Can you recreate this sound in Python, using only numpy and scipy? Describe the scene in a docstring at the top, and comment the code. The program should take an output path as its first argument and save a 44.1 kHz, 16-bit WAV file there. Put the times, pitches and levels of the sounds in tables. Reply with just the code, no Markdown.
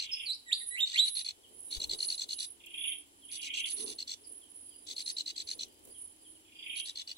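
"""Bittern nestlings beg close to the microphone: dry chatter, each syllable a few pips over a rasp.
Their stick nest lies in dense undergrowth, with a low distant hum and faint insect choruses behind it.
One songbird rattles further off, one near on the right chirps and whistles upward slurs, a third
repeats a faint note. Bush crickets scrape their wings on the right, swelling and fading. The adults
change places with a ruffle of feathers, and late on thin trills come from deep in the thicket."""
import sys
import numpy as np
from scipy import signal
from scipy.fft import rfft, irfft
from scipy.io import wavfile
from scipy.ndimage import uniform_filter1d

SR = 44100
rng = np.random.default_rng(int(sys.argv[2]) if len(sys.argv) > 2 else 0)


def unload_wav(signal):
    """Save mono or channel-first audio to the path in sys.argv[1] as 16-bit WAV at rate SR, clipped to [-1, 1]."""
    wavfile.write(
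        sys.argv[1],
        SR,
        np.round(np.clip(np.atleast_2d(signal).T, -1, 1) * 32767).astype(np.int16),
    )


N = 316197
T = np.arange(N) / SR
FREQS = np.maximum(np.fft.rfftfreq(N, 1 / SR), 1)
STEREO_LAG_S = 0.0004903   # left-right delay of the rattler; also spaces the comb of the stereo width

# begging syllables at the nest (levels in all tables are relative): t/s, length/s, level/dB
SYLLABLES = [ (-.016, 0.078, -32), (0.858, 0.095, -34.5), (.943, 0.06, -31.5), (1.043, 0.058, -30.5),
             (1.153, 0.069, -30), (1.248, 0.067, -31.5), (1.71, 0.072, -33), (1.802, 0.052, -30.5),
             (1.896, 0.057, -30.5), (1.989, 0.074, -29), (2.086, 0.067, -27.5), (2.179, 0.067, -30),
             (2.291, 0.056, -33), (2.388, 0.07, -32.5), (3.315, 0.06, -48.5), (3.416, 0.068, -44),
             (3.541, 0.071, -42), (3.658, .074, -44), (3.767, 0.074, -44.5), (3.861, 0.077, -40.5),
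             (3.987, 0.045, -35), (4.077, 0.068, -35), (4.871, .068, -39), (4.965, .062, -34),
             (5.061, 0.06, -31.5), (5.168, 0.053, -31.5), (5.262, 0.053, -33.5), (5.363, .061, -34.5),
             (5.474, 0.067, -34), (5.593, 0.053, -34), (6.758, 0.055, -46.5), (6.856, 0.054, -39),
             (6.957, 0.068, -37), (7.076, 0.055, -35.5)]
# the pips of a syllable, as far as it lasts: delay/s, level/dB
PIPS = [(.002, -2), (.018, 1.5), (.029, -12), (.0405, 1), (.0605, -8)]
# narrow resonances of a nestling's gape: f/Hz, width/Hz, gain/dB
GAPE_PEAKS = [(2922, 107, 11.5), (3469, 107, 11.5), (3859, 39, 16), (4820, 634, 5.5), (6300, 110, 7),
              (7585, 630, 7)]
# spectrum of a nestling's throat: f/Hz, level/dB
THROAT_COLOUR = [(1300, -40.5), (1900, -20), (2400, -12.5), (3100, -10), (3700, -3.5), (4400, -3.5),
                 (4800, -1), (5150, -10), (5700, 3), (6400, -0.5), (7000, -4), (7600, -1.5), (8800, -14.5),
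                 (12000, -21), (15500, -18.5)]
# balance of the rasp from bout to bout: t/s, low body/dB, high edge/dB
BOUTS = [(1.199, 7, -5), (2.05, 5.5, 0), (3.7, 4.5, -0.5), (5.3, 5, -0.5), (6.901, 6.5, -4.5)]
# course of the distant hum: t/s, level/dB
HUM_LEVEL = [(0, -76), (1.3, -96.5), (1.7, -75.5), (6.6, -74.5), (7.17, -83)]
# wandering tone in the hum, like a far engine: t/s, f/Hz, level/dB
HUM_TONE = [(1.301, 288, -106), (1.796, 287.3, -68.5), (2.299, 343.5, -79), (2.699, 345, -75),
            (3.05, 283.7, -77), (3.398, 272.6, -72.5), (4.2, 288.3, -79.5), (5.9, 312.4, -76),
            (6.602, 316.4, -72.5), (7.17, 309.6, -79.5)]
# spectrum of the still air: f/Hz, level/dB
AIR_COLOUR = [(20, -31.5), (55, -15), (95, -13.5), (160, -37), (246, -17), (482, -26.5), (900, -21.5),
              (1400, -29), (3000, -23.5), (5430, -27.5), (8580, -28.5), (10100, -16.5), (12000, -32.5),
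              (15500, -33)]
# stereo image of the air: f/Hz, left-right correlation
AIR_LIKENESS = [(30, -0.065), (100, 0.87), (250, 0.89), (500, 0.11), (1200, -0.62), (4000, -0.21),
                (12000, -0.054)]
# steady far insect choruses: f/Hz, width/Hz, level/dB, left-right correlation
CHORUSES = [(3080, 300, -75, 0.02), (7550, 270, -74, 0.13)]
# rattles: full strength t/s, end t/s, top f/Hz, level/dB, crescendo/(dB/s)
RATTLES = [(0.161, 0.258, 3586, -45.5, 20), (2.84, 2.94, 3613, -39.5, 81), (3.53, 3.657, 3498, -39, 77),
           (6.689, 6.807, 3583, -43, 108)]
# chirps bending round a turn: start t/s, turn t/s, end t/s, start f/Hz, turn f/Hz, end f/Hz, level/dB
CHIRPS = [(.115, .142, .160, 5350, 5160, 4700, -28), (.256, .307, .352, 4720, 3970, 5500, -28),
          (.598, .617, .64, 4700, 3750, 3700, -40)]
# rising slurs and one short low note, each a curve: t/s, f/Hz, level/dB
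SLURS = [
    [(.46, 1950, -62), (.474, 1980, -49), (.506, 1800, -43), (.517, 2750, -35), (.524, 3400, -26),
     (.531, 3750, -16), (.538, 4200, -30), (.546, 4650, -33), (.57, 4750, -47), (.59, 4650, -58)],
    [(.6, 2300, -54), (.617, 1870, -49), (.635, 1850, -58)],
    [(.705, 1950, -54), (.714, 1950, -44), (.757, 2000, -36), (.77, 2250, -39), (.802, 3200, -30),
     (.806, 3620, -22.5), (.82, 3720, -26.5), (.839, 3710, -21.5), (.85, 3690, -31)],
    [(.935, 1850, -44), (.955, 2100, -37), (.972, 2850, -28), (.987, 3500, -22), (1.001, 3870, -16),
     (1.02, 4020, -26), (1.039, 3930, -22.5), (1.058, 3880, -31)],
]
# the whistler's overtones: multiple, level/dB
OVERTONES = [(2, -20.5), (3, -25.5), (4, -11)]
# its beak's colouring of those overtones: f/Hz, gain/dB
WHISTLE_BEAK = [(3900, 14), (5000, -20), (6200, -4), (7600, 5.5), (8700, -11), (11500, -5.5),
                (14500, -43.5)]
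# bush cricket phrases: peak t/s, level/dB, lower resonance against upper/dB
CRICKET_PHRASES = [(.28, -53, 4), (0.672, -42, 3), (1.148, -35.5, -3.5), (1.675, -42.5, -4),
                   (2.082, -39.5, 0.5), (2.441, -43.5, -2.5), (2.897, -34.5, -10.5), (3.371, -43, -6),
                   (3.695, -46.5, -10), (3.784, -45, 8.5), (3.89, -53, 5.5), (4.341, -49.5, 0),
                   (4.61, -49, -2), (4.802, -54, -0.5), (5.089, -52.5, 6), (5.534, -53.5, -1),
                   (6.019, -47, 1), (6.319, -56.5, 2), (6.81, -42.5, -13)]
# upper resonance of a cricket's wing: f/Hz, level/dB
UPPER_WING = [(8600, -48), (9400, -18.5), (9800, 13.5), (10250, 14), (10600, -2.5), (11400, -60.5)]
# lower resonance of a cricket's wing: f/Hz, level/dB
LOWER_WING = [(8400, -37), (9100, -6.5), (9500, -1), (10250, 1.5), (10700, -58)]
# faint falling notes far off: t/s, starting f/Hz, length/s, level/dB
FAR_NOTES = [(1.431, 3490, 0.029, -62.5), (2.33, 3330, 0.0471, -64), (3.214, 3470, 0.048, -62),
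             (4.237, 5480, 0.018, -61), (4.411, 3540, 0.043, -65.5), (4.699, 3430, 0.058, -68),
             (5.12, 5500, 0.02, -62), (5.332, 3590, 0.039, -65), (5.642, 3460, 0.046, -70),
             (5.939, 3490, 0.04, -64.5), (6.241, 3530, 0.045, -66), (6.342, 3400, 0.034, -71)]
# feathers brushing the nest: t/s, width/s, level/dB
BRUSHES = [(1.6, 0.19, -70), (1.91, 0.12, -59), (2.28, 0.041, -65.5), (3.36, 0.025, -71),
           (3.85, 0.16, -70.5), (4.27, 0.097, -77), (4.93, 0.065, -66.5), (4.9, 1.7, -82),
           (5.62, 0.12, -65), (5.86, 0.047, -58.5)]
# spectrum of the feathers: f/Hz, level/dB
FEATHER_COLOUR = [(60, -13.5), (170, -15), (280, -2), (420, 0), (540, -5.5), (750, -15), (1400, -30.5),
                  (4000, -28.5), (14000, -44.5)]
# spectrum of an adult's wing sweep: f/Hz, level/dB
SWEEP_COLOUR = [(100, -42), (230, -5.5), (340, -2), (430, 5.5), (560, -29), (1000, -20), (2000, -44)]
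# steps shaking the nest: t/s, width/s, level/dB
THUMPS = [(1.776, 0.01, -42.5), (1.89, 0.076, -66)]
# spectrum of the shaken nest: f/Hz, level/dB
THUMP_COLOUR = [(20, 12.5), (50, 21), (100, 2), (200, -41), (500, -26)]
# sticks snapping underfoot: t/s, level/dB
TWIGS = [(1.713, -45), (1.893, -46), (2.288, -44), (2.662, -40)]
# spectrum of the sticks: f/Hz, level/dB
TWIG_COLOUR = [(800, -30), (4500, -16), (8000, 0), (15000, -4)]
# dry leaves crushed as the adults pass: t/s, width/s, level/dB
RUSTLES = [(1.82, 0.21, -57), (2.08, 0.14, -62)]
# spectrum of the leaves: f/Hz, level/dB
LEAF_COLOUR = [(800, 3.5), (3000, -28), (9000, 6.5), (15000, -5.5)]
# thin far-off trills: t/s, width/s, level/dB
TRILLS = [(4.76, 0.081, -67.5), (5.75, 0.063, -73), (5.92, 0.014, -65), (6.22, .03, -73.5),
          (6.61, 0.065, -64)]


def from_db(db):
    """Decibels to gain."""
    return 10 ** (np.asarray(db) / 20)


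def rms_one(x):
    """Scale to unit power."""
    return x / np.sqrt(np.mean(x ** 2) + 1e-20)


def pan(db):
    """Channel gains that put the left side db above the right."""
    return from_db(np.array([[db], [-db]]) / 2)


def phase_of(hz):
    """Running phase of a changing pitch."""
    return 2 * np.pi * np.cumsum(hz) / SR


def filtered(x, gain):
    """Apply a gain at each frequency."""
    return irfft(rfft(x) * gain, N)


def at_hz(points):
    """A table read along a log-frequency axis."""
    hz, value = np.transpose(points)
    return np.interp(np.log(FREQS), np.log(hz), value)


def colour(x, spectrum):
    """Shape a sound by a spectrum, keeping the power of white noise."""
    return filtered(x, rms_one(from_db(at_hz(spectrum))))


def resonance(hz, width):
    """A peak of height 1 along the frequency axis."""
    return 1 / (1 + (2 * (FREQS - hz) / width) ** 2)


def drift(rate_hz):
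    """Smooth random motion of unit power."""
    return rms_one(filtered(rng.standard_normal(N), 1 / (1 + (FREQS / rate_hz) ** 2)))


def swells(rows):
    """Smooth rises and falls, one for each row of t/s, width/s, level/dB."""
    return sum(from_db(db) * np.exp(-((T - s) / width) ** 2) for s, width, db in rows)


def spread(x, likeness):
    """Give two unrelated channels a left-right correlation."""
    mid, side = rfft(x)
    c = np.clip(likeness, -1, 1)
    return irfft(np.sqrt((1 + c) / 2) * mid + np.sqrt((1 - c) / 2) * side * [[1], [-1]], N)


def stereo_noise(likeness):
    """White noise with a given left-right correlation."""
    return spread(rng.standard_normal((2, N)), likeness)


def stereo_width():
    """A comb-like stereo width: left-right likeness swings with frequency."""
    return 0.56 * np.cos(2 * np.pi * FREQS * STEREO_LAG_S)


def from_right(x, lag_s):
    """A sound that reaches the left of the microphone later."""
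    return np.array([filtered(x, np.exp(-2j * np.pi * FREQS * lag_s)), x])


def foliage(x, t60, first_s, echoes_per_s):
    """Many small echoes off leaves and stems, different on each side; unit power gain."""
    t = T[:SR // 2]
    taps = rng.standard_normal((2, len(t))) * (rng.random((2, len(t))) < echoes_per_s / SR)
    taps = taps * from_db(-60 * t / t60) * (t > first_s)
    taps = taps / np.sqrt(np.sum(taps ** 2, axis=1, keepdims=True) + 1e-20)
    return signal.fftconvolve(np.atleast_2d(x), taps, axes=1)[:, :N]


def pips(level_db, pitch_hz, arch_hz, width_s, wander_hz, hoarseness, scatter, octave_db):
    """Three clear pips a syllable and one or two faint ones, arching in pitch under a rough octave."""
    out = np.zeros(N)
    waver = wander_hz * drift(180)
    rough = 1 + hoarseness * drift(150)
    octave = from_db(octave_db) * drift(900)
    for start, length, syllable_db in SYLLABLES:
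        soft_start_db = 337.5 * max(length - 0.056, 0)   # long syllables open with a softer pip
        for k, (delay, pip_db) in enumerate(PIPS):
            if delay > length:
                break
            db = level_db + syllable_db + pip_db - (k == 0) * soft_start_db
            a, b = np.searchsorted(T, start + delay + np.array([-1, 1]) * width_s * np.pi)
            u = (T[a:b] - start - delay) / width_s
            hz = pitch_hz * (1 + scatter * rng.standard_normal()) - arch_hz * u ** 2 + waver[a:b]
            phase = phase_of(hz)
            envelope = from_db(db) * np.exp(-u ** 2 / 2) * rough[a:b]
            out[a:b] += envelope * (np.sin(phase) + octave[a:b] * np.sin(2 * phase))
    return out


def rasp(level_db, swell_db, grain_db, gape_s, surge_db, surge_lag_s, surge_s):
    """Rough hiss from the open throat, surging just after the pips and stopping quickly."""
    out = np.zeros((2, N))
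    grains = rms_one(stereo_noise(stereo_width()) * from_db(grain_db * drift(250)))
    lag = T[:SR // 150]
    for start, length, syllable_db in SYLLABLES:
        db = -41 + 0.19 * (syllable_db + 26)   # follows the pips' level only slightly
        a, b = np.searchsorted(T, [start - length, start + 2 * length])
        t = T[a:b] - start
        gate = (1 + np.tanh(t / .0045 + .4)) * (1 + np.tanh((length - t) / .006)) / 4
        # the head is held differently each time, so short reflections colour every syllable anew
        posture = rng.standard_normal(len(lag)) * np.exp(-lag / gape_s)
        posture = .5 * posture / np.linalg.norm(posture) + (lag == 0)
        hiss = rms_one(signal.lfilter(posture, [1], grains[:, a:b]))
        surges = sum(np.exp(-((t - delay - surge_lag_s) / surge_s) ** 2) for delay, _ in PIPS[:-1])
        swell = np.clip(t / length, 0, .7) - .5
        out[:, a:b] += hiss * gate * from_db(db + surge_db * surges + swell_db * swell)
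    gape = from_db(sum(db * resonance(hz, width) for hz, width, db in GAPE_PEAKS))
    out = from_db(level_db) * colour(filtered(out, gape), THROAT_COLOUR)
    body = filtered(out, 1 / (1 + (FREQS / 4200) ** 8))
    edge = out - body
    s, body_db, edge_db = np.transpose(BOUTS)
    return body * from_db(np.interp(T, s, body_db)) + edge * from_db(np.interp(T, s, edge_db))


def nestlings():
    """Begging chatter close to the microphone, echoing off the stems round the nest."""
    tone = pips(level_db=1.6, pitch_hz=4259, arch_hz=60.9, width_s=0.0021,
                wander_hz=140, hoarseness=.28, scatter=.013, octave_db=-21)
    hiss = rasp(level_db=-6.5, swell_db=6.5, grain_db=2.5, gape_s=0.0033,
                surge_db=5, surge_lag_s=.0015, surge_s=.002) * pan(-0.54)
    near = from_db(-10) * foliage(tone, t60=.04, first_s=.001, echoes_per_s=6000)
    far = from_db(-15) * foliage(hiss + tone / 4, t60=0.17, first_s=0.004, echoes_per_s=4100)
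    return tone + hiss + near + far


def hum_tone(flutter_db):
    """One low tone that wanders in pitch and fades in and out with distance."""
    s, hz, db = np.transpose(HUM_TONE)
    level = from_db(np.interp(T, s, db) + flutter_db * drift(6))
    return level * rms_one(np.sin(phase_of(np.interp(T, s, hz))))


def surroundings():
    """The bed of the place: a distant hum, still air and steady insect choruses."""
    hum = rms_one(filtered(rng.standard_normal(N), resonance(hz=319.6, width=174)))
    hum *= from_db(np.interp(T, *np.transpose(HUM_LEVEL)))
    air = from_db(-64) * colour(stereo_noise(at_hz(AIR_LIKENESS)), AIR_COLOUR)
    out = hum + air + hum_tone(flutter_db=-1.5)
    for hz, width, db, likeness in CHORUSES:
        out += from_db(db) * rms_one(filtered(stereo_noise(likeness), resonance(hz, width)))
    return out


def rattler(level_db, sweeps_per_s, sweep_s, fall_octaves, lead_s, unevenness_s, harshness, jitter):
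    """A bird further off: harsh downward sweeps that swell, hold and stop, blurred by echoes."""
    voice = np.zeros(N)
    beat = T + unevenness_s * drift(sweeps_per_s / 2)
    grit = rms_one(1 + harshness * drift(330))
    waver = 1 + jitter * drift(580)
    for full, end, top_hz, db, crescendo in RATTLES:
        on = (T > full - lead_s) & (T < end)
        u = np.clip((beat[on] - full) % (1 / sweeps_per_s) / sweep_s, 0, 1)
        hz = top_hz * 2 ** (-fall_octaves * u) * waver[on]
        sweeps = rms_one(np.sin(np.pi * u ** 0.37) * np.sin(phase_of(hz)))
        voice[on] += sweeps * grit[on] * from_db(level_db + db + crescendo * np.minimum(T[on] - full, 0))
    voice = filtered(voice, 1 / (1 + ((FREQS - 2820) / 780) ** 10))   # the throat passes one tight band
    direct = from_right(voice, STEREO_LAG_S)
    near = foliage(voice, t60=.11, first_s=.002, echoes_per_s=2500)
    far = foliage(voice, t60=0.3, first_s=0.014, echoes_per_s=2100)
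    return (.35 * direct + spread(.68 * near + .46 * far, .6 * stereo_width())) * pan(-1.2)


def chirp(start, turn, end, start_hz, turn_hz, end_hz, db, hoarseness=.45):
    """Span, pitch, level and hoarseness of a scratchy chirp, loudest at its turn."""
    away = np.interp(T, [start, turn, end], [1, 0, 1])
    hz = turn_hz + (np.where(T < turn, start_hz, end_hz) - turn_hz) * away ** 2
    fade_db = np.where(T < turn, -10, -19) * away
    return start, end, hz, db + fade_db, hoarseness


def slur(curve, hoarseness=.15):
    """Span, pitch, level and hoarseness of a slur; the voice rounds every bend."""
    s, hz, db = np.transpose(curve)
    hz = uniform_filter1d(np.interp(T, s, hz), size=SR // 200)
    db = uniform_filter1d(np.interp(T, s, db), size=SR // 600)
    return s[0], s[-1], hz, db, hoarseness


def whistler(level_db, jitter, flutter_db, roughness, leaves_db, haze_db):
    """A bird near on the right: chirps, then rising slurs, hoarse in the glide, nearly pure if held."""
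    tone, overtones = np.zeros((2, N))
    waver, flutter, grit = jitter * drift(300), flutter_db * drift(60), roughness * drift(200)
    calls = [chirp(*row) for row in CHIRPS] + [slur(curve) for curve in SLURS]
    for start, end, hz, db, least_hoarse in calls:
        inside = np.minimum(T - start, end - T)
        on = inside > 0
        glide_hz_per_s = np.gradient(hz[on]) * SR
        hoarse = np.maximum(np.tanh((glide_hz_per_s / 22000) ** 2), least_hoarse)
        phase = phase_of(hz[on] * (1 + hoarse * waver[on]))
        gate = np.tanh(inside[on] / 0.00067)
        level = from_db(db[on] + hoarse * flutter[on] + level_db) * (1 + hoarse * grit[on]) * gate
        tone[on] += level * np.sin(phase)
        overtones[on] += level * sum(from_db(d) * np.sin(k * phase) for k, d in OVERTONES)
    voice = tone + filtered(overtones * (1 + grit), from_db(at_hz(WHISTLE_BEAK)))
    leaves = from_db(leaves_db) * foliage(voice, t60=.1, first_s=.002, echoes_per_s=900)
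    haze = from_db(haze_db) * foliage(voice, t60=.3, first_s=.008, echoes_per_s=5000)
    return from_right(voice, lag_s=.00025) * pan(-5.1) + leaves + haze


def crickets(level_db, width_s, strokes_per_s, stroke_db, grain_db, lean, skirt):
    """On the right, wing files scrape and ring near 10 kHz; phrases swell slowly and fade sooner."""
    upper, lower = np.zeros((2, N))
    for s, db, lower_db in CRICKET_PHRASES:
        a, b = np.searchsorted(T, [s - 4 * width_s, s + 4 * width_s])
        u = (T[a:b] - s) / width_s
        swell = from_db(db + level_db) * np.exp(-np.abs(u * (1 + lean * np.sign(u))) ** skirt / 2)
        upper[a:b] += swell
        lower[a:b] += swell * from_db(lower_db)
    strokes = np.sin(phase_of(strokes_per_s * (1 + 0.52 * drift(27))))
    scrape = rms_one(from_db(stroke_db * strokes + grain_db * drift(40)))
    wings = colour(stereo_noise(0) * scrape * upper, UPPER_WING)
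    wings += colour(stereo_noise(0) * scrape * lower, LOWER_WING)
    return wings * pan(-6.0)


def far_notes(level_db, fall):
    """A distant bird's soft short notes slide down, half lost in their echoes."""
    out = np.zeros(N)
    for start, hz, length, db in FAR_NOTES:
        on = (T > start) & (T < start + length)
        u = (T[on] - start) / length
        out[on] += from_db(db + level_db) * np.sin(np.pi * u) * np.sin(phase_of(hz * (1 - fall * u)))
    return .7 * out + foliage(out, t60=0.22, first_s=.003, echoes_per_s=3700)


def adults(stir_db, flutter_db, crackle_db, ticks_per_s, snap_db, leaf_grain_db):
    """At the nest feathers brush past, a wing sweeps, feet thump, leaves rustle and dry sticks tick."""
    motion = from_db(stir_db) + swells(BRUSHES)   # the birds never keep quite still
    feathers = motion * from_db(flutter_db * drift(23)) * colour(stereo_noise(0.16), FEATHER_COLOUR)
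    wing = swells([(3.85, 0.074, -49)]) * colour(stereo_noise(0.5), SWEEP_COLOUR)
    thumps = swells(THUMPS) * colour(stereo_noise(0.23), THUMP_COLOUR) * pan(17.0)
    snaps = motion * from_db(crackle_db) * rng.standard_normal(N) * (rng.random(N) < ticks_per_s / SR)
    for s, db in TWIGS:
        snaps[int(s * SR)] += from_db(db + snap_db)
    leaves = swells(RUSTLES) * rms_one(stereo_noise(0) * from_db(leaf_grain_db * drift(300)))
    sticks = foliage(snaps, t60=0.037, first_s=0, echoes_per_s=6100)
    return feathers + wing + thumps + colour(sticks, TWIG_COLOUR) + colour(leaves, LEAF_COLOUR)


def far_trills():
    """Thin narrow trills that swell and fade deep in the thicket."""
    return swells(TRILLS) * rms_one(filtered(stereo_noise(0), resonance(hz=4826, width=100)))


def scene():
    """Everything that reaches a stereo microphone beside the nest."""
    slurs = whistler(level_db=-1.2, jitter=0.044, flutter_db=1.5, roughness=0.33,
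                     leaves_db=-8, haze_db=-9)
    rattles = rattler(level_db=3.0, sweeps_per_s=28.6, sweep_s=.023, fall_octaves=.8, lead_s=.245,
                      unevenness_s=.004, harshness=.4, jitter=.08)
    insects = crickets(level_db=-3.5, width_s=0.064, strokes_per_s=60, stroke_db=1.0, grain_db=3.0,
                       lean=0.18, skirt=1.92)
    birds = slurs + rattles + far_notes(level_db=8.0, fall=0.2) + far_trills()
    begging = nestlings()
    changeover = adults(stir_db=-78.5, flutter_db=3.5, crackle_db=25, ticks_per_s=60,
                        snap_db=15, leaf_grain_db=4.5)
    return begging + birds + insects + changeover + surroundings()


def record(dry):
    """The top is cut steeply."""
    cutoff_hz = 15830
    return filtered(dry, np.clip((cutoff_hz - FREQS) / 100 + .5, 0, 1))


dry = scene()
out = record(dry)
unload_wav(out)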